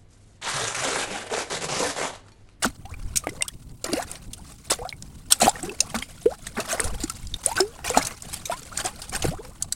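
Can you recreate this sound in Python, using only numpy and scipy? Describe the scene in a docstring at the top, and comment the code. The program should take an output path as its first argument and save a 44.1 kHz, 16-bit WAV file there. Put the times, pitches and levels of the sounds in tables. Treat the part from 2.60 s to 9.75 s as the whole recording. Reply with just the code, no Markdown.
"""Bamboo tubes splashing in river shallows

Two bamboo tubes are jerked up and down in muddy shallows, close to the microphone. Their slaps are short
bursts of coloured noise; gushes of water are crowds of tiny ringing bubbles; dragged-under air rings as
plops, and closing hollows as rising notes. The stirred water gurgles and fizzes after each gush, the
tubes hum along, the bank scatters a faint echo, and a light, gusty wind rumbles on the microphone."""
import sys
import numpy as np
from scipy import signal
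from scipy.fft import rfft, irfft
from scipy.io import wavfile

SR = 44100
rng = np.random.default_rng(int(sys.argv[2]) if len(sys.argv) > 2 else 0)


def transcribe(signal):
    """Save signal, clipped to [-1, 1], as a 16-bit WAV file at the path in sys.argv[1]."""
    frames = np.atleast_2d(signal).T
    limited = np.clip(frames, -1, 1)
    pcm = np.round(limited * 32767).astype(np.int16)
    wavfile.write(sys.argv[1], SR, pcm)


N = 315297
TIME = np.arange(N) / SR

# thrown water, before the trims in gushes(): start t/s, end t/s, body level/dB, spray level/dB
GUSHES = [(0.022, 0.053, -31, -27), (1.24, 1.3, -34, -41.5), (1.317, 1.427, -37.5, -41),
          (1.467, 1.574, -51, -49.5), (2.099, 2.129, -31, -26), (2.702, 2.729, -36.5, -28.5),
          (2.8, 2.884, -31, -28), (3.343, 3.363, -30.5, -34.5), (3.966, 4.015, -30.5, -46),
          (4.086, 4.14, -37.5, -35.5), (4.16, 4.34, -58, -62), (4.844, 4.93, -47.5, -41),
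          (4.954, 5.011, -32, -37), (5.243, 5.31, -32, -33), (5.335, 5.395, -27.5, -41),
          (5.404, 5.536, -42.5, -49), (5.715, 5.768, -51, -41.5), (5.903, 5.928, -33.5, -36.5),
          (6.169, 6.213, -37.5, -37), (6.24, 6.283, -31.5, -35), (6.522, 6.583, -35.5, -37.5),
          (6.619, 6.684, -36.5, -37)]
# tone colour of the heavy body of water: f/Hz, relative level/dB
BODY_COLOUR = [(130, -13.5), (260, -1.5), (450, -3.5), (800, -2.5), (1500, 0.5), (2500, -12), (5000, -37.5)]
# tone colour of the fine spray: f/Hz, relative level/dB
SPRAY_COLOUR = [(300, -23.5), (1200, -5.5), (2200, -3), (3200, -3), (4200, -1.5), (6300, -3), (8800, 0.5),
                (10500, -5.5), (13000, -13.5), (16000, -20)]


def from_db(db):
    """Turn decibels into a gain."""
    return 10 ** (np.asarray(db) / 20)


def rms_one(x):
    """Scale a sound to an average power of 1."""
    return x / np.sqrt(np.mean(x ** 2) + 1e-20)


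def at_hz(colour, hz):
    """Read a colour's level in dB at any pitch, with straight lines on a log-frequency axis."""
    points = np.array(colour)
    return np.interp(np.log(hz + 1e-9), np.log(points[:, 0]), points[:, 1])


def add(out, s, sound):
    """Mix a sound in, starting at time s in seconds."""
    i = int(np.clip(s * SR, 0, N - 1))
    out[i:i + len(sound)] += sound[:N - i]


def wander(size, count):
    """A random zigzag line through count points, which average 0 and spread by 1."""
    return np.interp(np.linspace(0, count - 1, size), np.arange(count), rng.standard_normal(count))


def noise(colour):
    """Steady noise of a given colour, with an average power of 1."""
    hz = np.fft.rfftfreq(N, 1 / SR)
    spectrum = rfft(rng.standard_normal(N)) * from_db(at_hz(colour, hz))
    return rms_one(irfft(spectrum, N))


def bubble(hz, t60, rise):
    """A pocket of air rings and climbs in pitch, dying faster as it nears the surface."""
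    # t60: seconds to fall by 60 dB, before surfacing; rise: share of the starting pitch gained per second
    t = np.arange(int(1.2 * t60 * SR) + 2) / SR
    swell = 1 - np.exp(-t * hz / 0.99)   # takes about one cycle
    surfacing = np.exp(-(t / t60) ** 4)
    envelope = swell * from_db(-60 * t / t60) * surfacing
    return envelope * np.sin(2 * np.pi * hz * (t + rise * t * t / 2))


def ringing_poles(r, w):
    """Filter that rings at w radians per sample and shrinks by the factor r at every sample."""
    return [1, -2 * r * np.cos(w), r * r]


def grains(per_s, colour, cycles, spread_db, count=88):
    """Tiny bubbles of uneven strength, born at random, each strike one of many resonators."""
    born = np.flatnonzero(rng.random(N) < per_s / SR)
    loudness_db = spread_db * np.minimum(rng.exponential(1, len(born)), 3.5)
    strengths = from_db(loudness_db) * rng.choice([-1, 1], len(born))
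    pitches = np.geomspace(200, 15500, count)   # Hz
    # the square root favours small, high bubbles
    share = np.sqrt(pitches) * from_db(at_hz(colour, pitches))
    dealt = np.searchsorted(np.cumsum(share / share.sum()), rng.random(len(born)))
    out = np.zeros(N)
    for k, hz in enumerate(pitches):
        clicks = np.full(N, 1e-18)   # not quite zero, which keeps the filter fast
        clicks[born[dealt == k]] = strengths[dealt == k]
        r = from_db(-60 * hz / (cycles * SR))   # falls by 60 dB in this many cycles
        poles = ringing_poles(r, 2 * np.pi * hz / SR)
        out += np.sqrt(share[k] * hz) * signal.lfilter([1, 0, -1], poles, clicks)
    return rms_one(out)


def gurgle(low_hz=420, high_hz=3200, cycles=28, climb=0.27, spread_db=0.5, tilt_db=1.0, count=1500):
    """Small bubbles surface at random times in the stirred water, each a short note bending upward."""
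    # cycles and climb are averages over the bubbles; tilt_db is per octave
    out = np.zeros(N)
    for when, size, strength, life, depth in rng.random((count, 5)):
        hz = low_hz * (high_hz / low_hz) ** size
        t60 = cycles * (.5 + life) / hz
        db = -spread_db * np.log(strength + 0.051) + tilt_db * np.log2(hz / low_hz)
        add(out, when * N / SR, from_db(db) * bubble(hz, t60, 2 * climb * depth / t60))
    return rms_one(out)


def stirring(fall_db_per_s):
    """Strength of body and spray that builds up during each gush and dies away after it."""
    power = np.zeros((2, N))
    for start, end, body_db, spray_db in GUSHES:
        build_up = np.clip((TIME - start) / (end - start), 0, 1)
        settling = from_db(-fall_db_per_s * np.maximum(TIME - end, 0))
        power += np.square(from_db([[body_db], [spray_db]]) * build_up * settling)
    return np.sqrt(power)


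def wind(deep_db=-5.0, level_db=0.5, lumps_db=3.5, heave_fall_db_per_s=200):
    """Lumpy low rumble of air on the microphone: a breeze, a few gusts and a push from each gush."""
    # gusts, before the trims below: peak t/s, time from peak to 1/e of it t/s, level/dB
    gust_rows = [(0.432, 0.15, -28.5), (1.685, 0.02, -31), (4.31, 0.12, -26.5), (4.68, 0.11, -32.5),
                 (5.378, 0.022, -27.5), (6.65, 0.089, -22)]
    # deepest buffeting: f/Hz, relative level/dB
    buffet_colour = [(15, 5), (35, 7), (60, -1.5), (100, 1), (250, -55), (1000, -86)]
    # rumble above it: f/Hz, relative level/dB
    wind_colour = [(30, -2), (70, -3), (125, -5), (190, -8), (300, -15.5), (500, -31.5), (1000, -33),
                   (3000, -88)]
    breeze_db, rumble_db = -51, -46   # steady buffeting and rumble, before the trims
    gust_rumble_db = -15   # rumble relative to a gust
    heave_db = -10.5   # low push of the displaced water, relative to the body of its gush
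    gust = np.zeros(N)
    for peak, half_s, db in gust_rows:
        gust += from_db(db) * np.exp(-np.square((TIME - peak) / half_s))
    heave = from_db(heave_db) * stirring(heave_fall_db_per_s)[0]
    buffet = np.hypot(from_db(breeze_db), gust)
    rumble = np.hypot(from_db(rumble_db), from_db(gust_rumble_db) * gust + heave)
    air = from_db(deep_db) * buffet * noise(buffet_colour)
    air += from_db(level_db) * rumble * noise(wind_colour)
    return from_db(lumps_db * wander(N, count=300)) * air


def open_air(level_db=-62.5):
    """Faint, steady coloured noise of the open air."""
    # f/Hz, relative level/dB
    air_colour = [(100, 16.5), (400, -31), (1500, -14), (4000, -33), (8500, 4), (13000, -8), (16000, 3)]
    return from_db(level_db) * noise(air_colour)


def churn(bubbles_db=-7.5, wash_db=-12.0, crackle_db=-9.0, hiss_db=-9.5, patter_db=5.0):
    """Stirred water gurgles while its foam bursts in small flurries, more strongly in the wake of a gush."""
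    # restlessness of the shallows, before the lifts below: t/s, gurgle level/dB, fizz level/dB
    churn_rows = [(0.0, -61.5, -63), (0.52, -54.5, -57), (0.75, -50.5, -54.5), (0.9, -64, -55.5),
                  (1.27, -66, -62), (1.39, -51, -61.5), (1.75, -59, -54.5), (2.67, -60.5, -57.5),
                  (2.95, -41.5, -44), (3.62, -56.5, -52.5), (3.92, -51.5, -50), (4.18, -31.5, -40),
                  (4.64, -56.5, -49.5), (5.22, -47, -50.5), (5.42, -49, -35.5), (5.55, -51.5, -48.5),
                  (6.61, -47.5, -46.5), (7.15, -57, -59)]
    gurgle_lift_db, fizz_lift_db = 4.5, 8
    wake_gurgle_db, wake_fizz_db = -15, -15.5   # relative to the body and spray of the gush
    s, gurgle_points, fizz_points = np.transpose(churn_rows)
    gurgle_db = np.interp(TIME, s, gurgle_points) + gurgle_lift_db
    fizz_db = np.interp(TIME, s, fizz_points) + fizz_lift_db
    body, spray = stirring(fall_db_per_s=107)
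    gurgling = np.hypot(from_db(gurgle_db), from_db(wake_gurgle_db) * body)
    fizzing = np.hypot(from_db(fizz_db), from_db(wake_fizz_db) * spray)
    low = from_db(bubbles_db) * gurgle() + from_db(wash_db) * noise(BODY_COLOUR)
    high = from_db(crackle_db) * grains(1200, SPRAY_COLOUR, cycles=59, spread_db=5.0)
    high += from_db(hiss_db) * noise(SPRAY_COLOUR)
    flurries = rms_one(from_db(patter_db * wander(N, count=700)))
    return flurries * (gurgling * low + fizzing * high)


def gushes(attack_s=0.0026, fall_t60=0.092, sag_db=1.5, clump_db=3.0,
           coarse_db=-4.5, notes_db=-1.0, spray_trim_db=3.5):
    """A sheet of water tears, peaks and falls back in clumps: crowded bubble notes under a fine spray."""
    body, spray = np.zeros(N), np.zeros(N)
    t = np.arange(SR // 2) / SR
    for start, end, body_db, spray_db in GUSHES:
        length = end - start
        arch_db = -sag_db * (2 * np.minimum(t / length, 1) - 1) ** 2   # highest halfway
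        fall_db = -60 * np.maximum(t - length, 0) / fall_t60
        envelope = (1 - np.exp(-t / attack_s)) * from_db(arch_db + fall_db)
        add(body, start, from_db(body_db) * envelope)
        add(spray, start, from_db(spray_db + spray_trim_db) * envelope)
    clumps = rms_one(from_db(clump_db * wander(N, count=900)))
    coarse = from_db(coarse_db) * grains(420, BODY_COLOUR, cycles=20, spread_db=2.5)
    notes = from_db(notes_db) * gurgle(low_hz=420, high_hz=2777, cycles=76, climb=0.191,
                                       spread_db=3.5, tilt_db=6.5, count=3600)
    fine = grains(2600, SPRAY_COLOUR, cycles=83, spread_db=3.0)
    return clumps * (body * (coarse + notes) + spray * fine)


def slaps(level_db=-4.0, attack_s=0.001165, ripple_db=5.5, tail_db=-24, tail_t60=0.016,
          lead_in_db=-20, lead_in_s=0.00047, size=4096):
    """Each impact swells from a very short, faint onset of noise into a coloured burst, and sizzles out."""
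    # bamboo on water: t/s, level/dB before level_db, centre f/Hz, time to fall 60 dB t/s (at least 3 ms used)
    slap_rows = [(0.034, -16, 5000, 0.0045), (0.256, -37.5, 3000, 0.023), (0.558, -17, 8450, 0.1),
                 (0.571, -9, 9300, 0.027), (0.693, -30, 4250, 0.028), (0.823, -9, 7240, 0.01),
                 (0.881, -20.5, 8300, 0.024), (1.243, -16.5, 5870, 0.015), (1.333, -15, 5050, 0.015),
                 (1.425, -28.5, 6800, 0.053), (1.515, -21.5, 8200, 0.013), (1.555, -31.5, 2770, 0.032),
                 (1.733, -25.5, 6950, 0.034), (2.107, -11.5, 6400, 0.032), (2.292, -20.5, 4300, 0.0047),
                 (2.425, -25, 6050, 0.0057), (2.722, -0.5, 6670, 0.027), (2.814, -13.5, 5270, 0.12),
                 (2.893, -13, 5970, 0.025), (3.03, -21.5, 8300, 0.017), (3.094, -32, 3060, 0.013),
                 (3.205, -5, 6500, 0.022), (3.387, -23, 4770, 0.021), (3.422, -32.5, 3440, 0.12),
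                 (3.868, -23.5, 7060, 0.031), (4.001, -22.5, 6500, 0.051), (4.128, -15, 7400, 0.011),
                 (4.202, -11, 7750, 0.018), (4.242, -21, 5870, 0.07), (4.403, -30, 5450, 0.12),
                 (4.436, -19.5, 5200, 0.033), (4.498, -18, 8800, 0.019), (4.671, -28.5, 5570, 0.01),
                 (4.74, -28, 4350, .025), (4.862, -2.5, 9400, 0.0024), (4.967, -19.5, 3200, 0.028),
                 (5.005, -8, 5730, 0.017), (5.301, -14.5, 6450, 0.0095), (5.373, -13.5, 4500, .063),
                 (5.427, -22, 4290, 0.019), (5.45, -20.5, 6500, 0.037), (5.469, -17.5, 7600, .028),
                 (5.623, -22.5, 7110, 0.0027), (5.741, -20.5, 8060, 0.017), (5.855, -22, 6500, 0.057),
                 (6.175, -13.5, 6650, 0.012), (6.259, -16.5, 7500, 0.025), (6.418, -27, 6730, 0.048),
                 (6.495, -25.5, 7260, 0.02), (6.563, -16, 8900, 0.0056), (6.623, -19, 5400, 0.038),
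                 (7.024, -13, 7900, 0.024), (7.124, -12.5, 7270, 0.023)]
    # a slap that rings longer stirs up more sizes of bubbles, so its band is wider
    typical_width_octaves, typical_t60, widening_power = 0.77, .02, 0.58
    out, hz = np.zeros(N), np.fft.rfftfreq(size, 1 / SR) + 1
    t = np.arange(size) / SR - .015   # leaves room ahead of the burst for a soft, very short lead-in
    after = np.maximum(t, 0)
    for s, db, centre, listed_t60 in slap_rows:
        t60 = max(listed_t60, .003)
        width = typical_width_octaves * (t60 / typical_t60) ** widening_power
        band = 1 / (1 + (np.log2(hz / centre) / width) ** 2)
        ripple = ripple_db * wander(len(hz), count=48)
        colour = band * from_db(at_hz(SPRAY_COLOUR, hz) + ripple)
        random_phases = np.exp(2j * np.pi * rng.random(len(hz)))
        cloud = rms_one(irfft(colour * random_phases))
        decay = from_db(-60 * after / t60) + from_db(tail_db - 60 * after / tail_t60)
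        burst = (1 - np.exp(-after / attack_s)) ** 2 * decay
        lead_in = from_db(lead_in_db) * np.exp(-np.square(t / lead_in_s))
        envelope = burst / burst.max() + lead_in
        # give the noise exactly the power of its envelope
        slap = rms_one(cloud * envelope) * np.sqrt(np.mean(envelope ** 2))
        add(out, s + t[0] - attack_s, from_db(db + level_db) * slap)
    return out


def plops(level_db=5.0, spit_db=-32, spit_follows=0.28, spit_t60=0.028):
    """Air pockets pinch off with a spit of spray and ring; the larger ones climb in pitch as they surface."""
    # ringing pockets: t/s, starting f/Hz, level/dB before level_db, time to fall 60 dB without surfacing t/s
    plop_rows = [(0.046, 1390, -7, 0.012), (.053, 560, 9, 0.0027), (0.058, 224, -16.5, 0.074),
                 (.253, 743, -37, 0.094), (.34, 2370, -33, 0.027), (0.638, 1183, -34.5, 0.081),
                 (0.67, 600, 1.5, 0.0048), (0.671, 2120, -16.5, 0.0074), (.69, 2030, -30, 0.027),
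                 (0.809, 2064, -25.5, 0.057), (0.824, 2770, -18.5, 0.018), (.822, 3620, -21, 0.014),
                 (.887, 3330, -26.5, 0.012), (1.243, 495, -17, 0.017), (1.287, 326, -29.5, 0.2),
                 (1.327, 330, -6.5, .011), (1.333, 574, -17, 0.022), (1.336, 276, -11.5, 0.041),
                 (2.115, 850, -8, 0.0066), (2.117, 477, -5.5, 0.012), (2.187, 675, -35, 0.034),
                 (2.189, 463, -35, 0.26), (2.251, 692, -26.5, 0.077), (2.326, 2210, -25, 0.021),
                 (2.817, 693, -9.5, 0.047), (2.831, 595, 2.5, 0.0085), (2.842, 590, -16, 0.0089),
                 (2.861, 560, 8.5, 0.0026), (2.87, 696, 12, 0.0025), (2.878, 735, -6, 0.048),
                 (2.956, 1810, -28.5, 0.03), (3.029, 713, -34.5, 0.13), (3.035, 310, -24, 0.056),
                 (3.08, 374, -28.5, 0.11), (3.095, 2640, -29, 0.032), (3.205, 2720, -22, 0.024),
                 (3.344, 674, -7.5, 0.0067), (3.348, 213, -25, 0.16), (3.425, 2130, -22, 0.015),
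                 (3.424, 3190, -25, 0.021), (3.657, 380, -9.5, 0.04), (3.66, 443, -10.5, 0.081),
                 (3.87, 1810, -20.5, 0.0075), (3.985, 384, -22.5, 0.064), (3.992, 610, -23, 0.057),
                 (4.114, 1500, -24, 0.031), (4.13, 623, -20.5, 0.063), (4.196, 419, -26, 0.1),
                 (4.197, 1840, -3, 0.0039), (4.438, 277, -13.5, 0.037), (4.499, 1295, -29.5, 0.045),
                 (4.741, 3670, -17, 0.015), (4.862, 490, -24, 0.047), (4.914, 876, -24.5, 0.079),
                 (4.979, 1493, -19, 0.083), (5.001, 676, -13, 0.022), (5.002, 359, -15, 0.17),
                 (5.19, 800, -27.5, 0.012), (5.301, 645, -9, 0.0069), (5.302, 455, -22.5, 0.086),
                 (5.369, 247.6, -15.5, 0.075), (5.346, 1270, -25, .06), (5.373, 730, 2.5, 0.015),
                 (5.373, 1100, -2.5, 0.0051), (5.897, 643, -18, 0.05), (5.919, 940, -25.5, 0.11),
                 (5.922, 1360, -24, 0.035), (6.189, 1520, -20.5, .015), (6.25, 712, -25.5, .12),
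                 (6.534, 753, -33, 0.14), (6.642, 666, -13.5, 0.013), (6.646, 365, -2, 0.008),
                 (6.652, 360, -0.5, 0.01), (6.84, 482, -47, 0.19)]
    # spray of a pocket that pinches off: f/Hz, relative level/dB
    spit_colour = [(400, -4), (1500, 0), (2600, -4.5), (5000, -21), (10000, -11), (16000, -26)]
    # large pockets climb by this share of their pitch in one t60; those far above steady_hz hardly climb
    full_climb, steady_hz = 0.54, 1100
    out, spit = np.zeros(N), np.zeros(N)
    t = TIME[:SR // 10]
    for s, hz, db, t60 in plop_rows:
        climb = full_climb / (1 + (hz / steady_hz) ** 4)
        add(out, s, from_db(db + level_db) * bubble(hz, t60, climb / t60))
        # the spit grows less than the plop does
        add(spit, s, from_db(spit_db + spit_follows * db - 60 * t / spit_t60))
    return out + spit * noise(spit_colour)


def closing_note(length, first_hz, waver=0.081, flutter_db=3.5):
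    """A closing hollow swells and fades while its note climbs ever faster, shaken by the moving water."""
    # wide hollows, with notes below wide_hz, close more slowly
    octaves_per_s, wide_hz = 24.7, 230
    octaves = octaves_per_s * length / (1 + np.square(wide_hz / first_hz))
    last_hz = first_hz * 2 ** octaves
    closing = np.linspace(0, 1, int(length * SR))
    smooth_hz = 1 / ((1 - closing) / first_hz + closing / last_hz)
    hz = smooth_hz * (1 + waver * wander(len(closing), count=24))
    envelope = np.sin(np.pi * closing) * from_db(flutter_db * wander(len(closing), count=12))
    return envelope * np.sin(2 * np.pi * np.cumsum(hz) / SR)


def slurps(level_db=3.0, small_db=-47, small_follows=0.63, delay_s=0.062,
           lowest_octaves=0.307, highest_octaves=1.2, count=2):
    """Each hollow closes with a rising note and sheds smaller ones: later, higher and mostly fainter."""
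    # hollows in the surface: start t/s, length t/s, first f/Hz, level/dB before level_db
    slurp_rows = [(.274, 0.05, 823, -54), (0.672, 0.026, 271, -32.5), (.712, 0.03, 356, -42),
                  (.75, 0.082, 374, -55), (0.793, .05, 475, -44.5), (.835, 0.042, 893, -49),
                  (1.358, 0.058, 432, -28), (1.783, 0.027, 645, -52), (2.211, 0.029, 684, -31),
                  (2.819, 0.056, 199.4, -26.5), (2.885, 0.035, 870, -51), (2.95, 0.2, 125, -41),
                  (3.089, 0.05, 292, -38.5), (3.099, 0.023, 550, -71), (3.198, 0.046, 450, -40),
                  (3.356, 0.021, 1040, -32.5), (3.696, 0.043, 550, -34), (3.968, 0.032, 210, -30.5),
                  (4.229, 0.052, 420, -37.5), (4.78, 0.029, 770, -51), (4.859, .05, 495, -34.5),
                  (6.112, 0.029, 1002, -40), (6.66, 0.057, 132.5, -28), (6.706, 0.046, 493, -32.5),
                  (6.785, 0.029, 363, -35.5), (6.87, 0.053, 384, -52)]
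    out = np.zeros(N)
    typical_db = np.mean([row[3] for row in slurp_rows])
    for s, length, first_hz, db in slurp_rows:
        add(out, s, from_db(db + level_db) * closing_note(length, first_hz))
        shed_gain = from_db(small_db + small_follows * (db - typical_db))
        for late, size in rng.random((count, 2)):
            octaves = lowest_octaves + size * (highest_octaves - lowest_octaves)
            shed_note = closing_note(0.693 * length, first_hz * 2 ** octaves)
            add(out, s + late * delay_s, shed_gain * shed_note)
    return out


def tube(x):
    """The air column in the hollow bamboo hums briefly with the splashing, through ringing filters."""
    # resonances of the air column: f/Hz, width f/Hz, gain level/dB
    tube_rows = [(401, 210, -4.5), (838, 44, 2), (1167, 60, -7), (1510, 300, -7)]
    out = np.zeros(N)
    for hz, width_hz, db in tube_rows:
        r, w = np.exp(-np.pi * width_hz / SR), 2 * np.pi * hz / SR
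        gain = from_db(db) * (1 - r * r) * np.sin(w)
        out += gain * signal.lfilter([0, 1], ringing_poles(r, w), x)
    return out


def bank(x, echo_db=-22, t60=0.11, size=12000):
    """Faint scatter from the bank and the plants: an echo of fading noise that starts after 4 ms."""
    t = np.arange(size) / SR
    response = rng.standard_normal(size) * from_db(-60 * t / t60) * (t > .004)
    return from_db(echo_db) * signal.fftconvolve(x, response / np.linalg.norm(response))[:N]


def scene():
    """Water close by, with wind and open air around it."""
    wash = slaps() + gushes() + churn()
    water = plops() + slurps() + wash + tube(wash)
    return (water + bank(water) + wind() + open_air())[None]


def record(dry):
    """The loudest peaks clip, then a steep filter cuts the top above 16.1 kHz."""
    clipped = np.clip(dry, -1, 1)
    top_cut = signal.ellip(10, .2, 80, 16100, fs=SR, output="sos")
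    return signal.sosfilt(top_cut, clipped)


dry = scene()
out = record(dry)
transcribe(out)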